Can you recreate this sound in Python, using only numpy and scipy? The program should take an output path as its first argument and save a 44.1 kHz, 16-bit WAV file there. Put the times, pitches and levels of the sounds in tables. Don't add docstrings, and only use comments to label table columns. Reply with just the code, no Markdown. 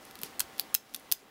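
import sys
import numpy as np
from scipy import signal
from scipy.fft import rfft, irfft
from scipy.io import wavfile

SR = 44100
rng = np.random.default_rng(int(sys.argv[2]) if len(sys.argv) > 2 else 0)


def bounce(signal):
    frames = np.transpose(np.atleast_2d(signal))
    limited = np.clip(frames, -1, 1)
    pcm = np.round(limited * 32767).astype(np.int16)
    wavfile.write(sys.argv[1], SR, pcm)


N = 57330

# (frequency [Hz], relative gain [dB])
HISS_EQ = [(15, -72), (25, -9.5), (97, -8.5), (270, -1.5), (714, -3.5), (775, -5.5), (840, -6.5),
           (1100, -4.5), (2000, -8.5), (3250, -12), (4250, -15), (4740, -17), (8360, -21.5), (12200, -23.5),
           (16000, -19)]
# (frequency [Hz], level against the hiss [dB])
FAN_PARTIALS = [(212, -18.5), (274, -15.5), (776, -11.5), (894, -18), (1087, -19.5), (2024, -17.5)]
# (time [s], level [dB])
ROOM_TONE_FADER = [(0, -53.5), (.2, -53), (.3, -51.5), (.5, -52.5), (.74, -52.5), (.78, -60.5), (.9, -58),
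                   (1.1, -55), (1.15, -61.5), (1.3, -58)]
# (frequency [Hz], relative gain [dB])
TAIL_EQ = [(200, -5), (2000, 2.5), (5000, 0), (8000, -3.5), (12000, -7), (16000, -11)]
# (frequency [Hz], relative gain [dB])
RUB_EQ = [(300, -12), (2500, 7), (5000, 13.5), (8000, 7), (11000, 10), (15000, -5), (16500, -22)]
# (time [s], level [dB])
RUB_FADER = [(0, -65.5), (.06, -63), (.2, -66), (.25, -50), (.3, -61), (.38, -73), (.58, -62), (.8, -74),
             (.97, -63), (1.08, -71.5), (1.2, -65), (1.3, -86)]
# (time [s], pitch [Hz], peak level [dB], attack [s])
FINGER_BUMPS = [(.197, 211, -49, 0.0048), (.232, 170, -48.5, 0.0046), (.235, 415, -44.5, 0.0028),
                (.254, 405, -47.5, 0.0038), (.405, 88.4, -61, 0.005), (.44, 85, -56, 0.0069),
                (.597, 826, -39.5, 0.0014), (0.946, 236, -53.5, .005), (1.229, 408, -52.5, 0.0031)]
# (frequency [Hz], level [dB], decay by 60 dB [s])
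LOCK_MODES = [(1390, -37, 0.015), (2774, -24.5, 0.0081), (3630, -30.5, 0.0048), (4170, -40, 0.065),
              (5370, -44, .24), (6180, -57, 0.07), (9240, -24, 0.057), (10700, -34, .06),
              (11150, -26.5, 0.048), (13450, -44, .08), (14400, -41, .05)]
# (time [s], treble [dB], mids [dB], treble centre [Hz])
SHACKLE_TICKS = [(0.0517, -21, -29, 9900), (0.1105, -23, -20, 12000), (0.1548, -20, -13, 12300),
                 (0.1897, -20.5, -20, 11800), (0.216, -14, -18, 12200), (0.2226, -22, -28, 11000),
                 (0.2443, -20, -27, 11000), (.2560, -23, -25, 11000), (.2622, -24, -24, 13500),
                 (0.3998, -10, -15.5, 12500), (0.4144, -16, -24, 14000), (0.5816, -19, -20, 14000),
                 (0.59, -23, -14, 14300), (.6064, -16, -24, 11000), (0.6124, -19, -22, 11000),
                 (0.7462, -6, -6, 13000), (0.9389, -20, -20.5, 14000), (0.9973, -26.5, -38, 11000),
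                 (1.118, -9, -4.5, 13500)]
# (time [s], burst length [s], treble [dB], gain at 1.4 kHz [dB],
# at 4.2 kHz [dB], at 8 kHz [dB], high ping [Hz], its level [dB], low ping [Hz], its level [dB])
HARD_CONTACTS = [(0.2337, 0.0006, -1, -9.5, -5.5, -10.5, 12450, -10, 3010, -20.5),
                 (0.3953, 0.00035, -24, -18, -11, 0, 13500, -8, 4220, -15),
                 (0.4037, 0.00041, 3.5, -3, 1.5, 3, 12140, -8.5, 6800, -16.5),
                 (0.4056, 0.00042, -10, 0.5, 3.5, -1.5, 14400, -12, 4130, -10.5),
                 (.5964, 0.00051, 4, -11, 1.5, -5.5, 12740, -7.5, 4450, -9.5),
                 (0.7433, .0003, 7.5, -12.5, -1.5, -6, 13500, -6, 4880, -23),
                 (0.7484, 0.00092, -1, -11.5, -1, -1, 14900, -1, 6330, -8),
                 (0.7491, 0.00062, -2.5, -9, -5.5, -5.5, 13300, -4, 5240, -9.5),
                 (0.7501, 0.00063, -2.5, -6.5, 1.5, -0.5, 12600, -11, 2680, -15.5),
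                 (0.946, 0.00061, -9, -13.5, -7, -13.5, 11120, -12, 3690, -23.5),
                 (0.9489, .0007, -18, -17.5, -9, -16.5, 10700, -21, 2670, -29),
                 (0.9621, 0.00087, -23, -24, -21, -23, 11850, -17.5, 6200, -27),
                 (1.1158, 0.00035, -4.5, -17, -2, -9, 11200, -10, 3650, -22),
                 (1.1220, .0009, 8.5, -12, 3.5, 3, 14360, -3, 5010, -5),
                 (1.1236, 0.00051, -14, -6, 0, -7, 12600, -9, 6200, -9)]


def undb(db):
    return 10 ** (np.asarray(db) / 20)


def unit(x):
    return x / np.sqrt(np.sum(x ** 2))


def add(out, x, at):
    i = max(int(at * SR), 0)
    out[i:i + len(x)] += x[:len(out) - i]


def eq(x, points):
    n = 2 * len(x)
    hz, db = np.array(points, float).T
    bin_hz = np.maximum(np.arange(n // 2 + 1) * SR / n, 1)
    gain = undb(np.interp(np.log(bin_hz), np.log(hz), db))
    cepstrum = irfft(np.log(gain))
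    cepstrum[1:n // 2] *= 2
    cepstrum[n // 2 + 1:] = 0
    return irfft(rfft(x, n) * np.exp(rfft(cepstrum)))[:len(x)]


def noise(points):
    x = eq(rng.standard_normal(N), points)
    return x / x.std()


def drift(rate_hz):
    count = int(rate_hz * N / SR) + 2
    return np.interp(np.arange(N) * rate_hz / SR, np.arange(count), rng.standard_normal(count))


def room_tone():
    t = np.arange(N) / SR
    hum = sum(undb(db) * np.sqrt(2) * np.sin(2 * np.pi * hz * t + .5 * drift(rate_hz=13.66))
              for hz, db in FAN_PARTIALS)
    return (noise(HISS_EQ) + hum) * undb(np.interp(t, *np.array(ROOM_TONE_FADER).T))


def small_room(x, t60_s=0.2, build_s=0.0037, tail_db=-21.5, early_decay_s=0.0029, early_db=-23):
    t = np.arange(N // 2) / SR
    envelope = np.exp(-np.log(1000) * t / t60_s) * (1 - np.exp(-t / build_s))
    tail = eq(rng.standard_normal(len(t)), TAIL_EQ) * envelope
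    early = rng.standard_normal(len(t)) * np.exp(-t / early_decay_s)
    response = undb(tail_db) * unit(tail)
    add(response, undb(early_db) * unit(early), at=.0097)
    return x + signal.fftconvolve(x, response)[:N]


def fingers(grain_db=3):
    t = np.arange(N) / SR
    rub_db = np.interp(t, *np.array(RUB_FADER).T)
    out = noise(RUB_EQ) * undb(rub_db + grain_db * drift(rate_hz=400))
    for at, hz, db, attack in FINGER_BUMPS:
        envelope = t / attack * np.exp(1 - t / attack)
        add(out, undb(db) * np.sin(2 * np.pi * hz * t) * envelope, at - attack / 2)
    return out


def ring(t, hz, decay_s, attack_s=0.00018):
    onset = 1 - np.exp(-(t / attack_s) ** 2)
    return unit(np.sin(2 * np.pi * hz * t) * np.exp(-t / decay_s) * onset)


def crack(t, length_s, attack_s=0.00017, bounce_s=.0007, bounce_db=-7, chatter_s=0.011, chatter_db=-14):
    envelope = np.exp(-(t / length_s) ** 2 / 2) * (1 - np.exp(-t / attack_s))
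    burst = rng.standard_normal(len(t)) * envelope
    for _ in range(6):
        flat = irfft(np.exp(1j * np.angle(rfft(burst))))
        burst = flat * np.sqrt(envelope)
    bounces = rng.standard_normal(len(t)) * t * np.exp(-t / bounce_s)
    chatter = rng.standard_normal(len(t)) * np.exp(-t / chatter_s)
    hit = unit(unit(burst) + undb(bounce_db) * unit(bounces))
    return hit + undb(chatter_db) * unit(chatter)


def lock_resonance(hits):
    t = np.arange(N // 2) / SR
    body = sum(undb(db) * ring(t, hz, t60 / np.log(1000)) for hz, db, t60 in LOCK_MODES)
    return hits + signal.fftconvolve(hits, body)[:N]


def shackle_ticks():
    out = np.zeros(N)
    t = np.arange(2048) / SR
    for at, treble_db, mid_db, treble_hz in SHACKLE_TICKS:
        tone = [(2000, mid_db - 10), (3800, mid_db), (7800, treble_db - 7),
                (treble_hz, treble_db + 2), (16000, treble_db - 9)]
        add(out, eq(crack(t, length_s=0.00069), tone), at)
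    return out


def shackle_catches():
    out = np.zeros(N)
    t = np.arange(2048) / SR
    for at, length_s, treble_db, low_db, mid_db, high_db, *pings in HARD_CONTACTS:
        high_ping_hz, high_ping_db, low_ping_hz, low_ping_db = pings
        tone = [(400, low_db - 20.5), (1400, low_db), (2150, low_db - 3),
                (2800, mid_db - 3), (4200, mid_db), (5200, mid_db - 2),
                (8000, high_db), (9600, high_db),
                (11200, treble_db), (13100, treble_db + 3.5), (14600, treble_db), (16000, treble_db - 2.5)]
        high_ping = undb(high_ping_db) * ring(t, high_ping_hz, decay_s=0.00073)
        low_ping = undb(low_ping_db) * ring(t, low_ping_hz, decay_s=0.0018)
        add(out, eq(crack(t, length_s), tone) + high_ping + low_ping, at)
    return out


def scene():
    padlock = lock_resonance(shackle_catches() + shackle_ticks())
    return (small_room(padlock + fingers()) + room_tone())[None]


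def record(dry, full_swing=1.2, cutoff_hz=15600):
    rounded = full_swing * np.tanh(dry / full_swing)
    low_pass = signal.ellip(8, .2, 70, cutoff_hz, fs=SR, output="sos")
    return signal.sosfilt(low_pass, rounded)


dry = scene()
out = record(dry)
bounce(out)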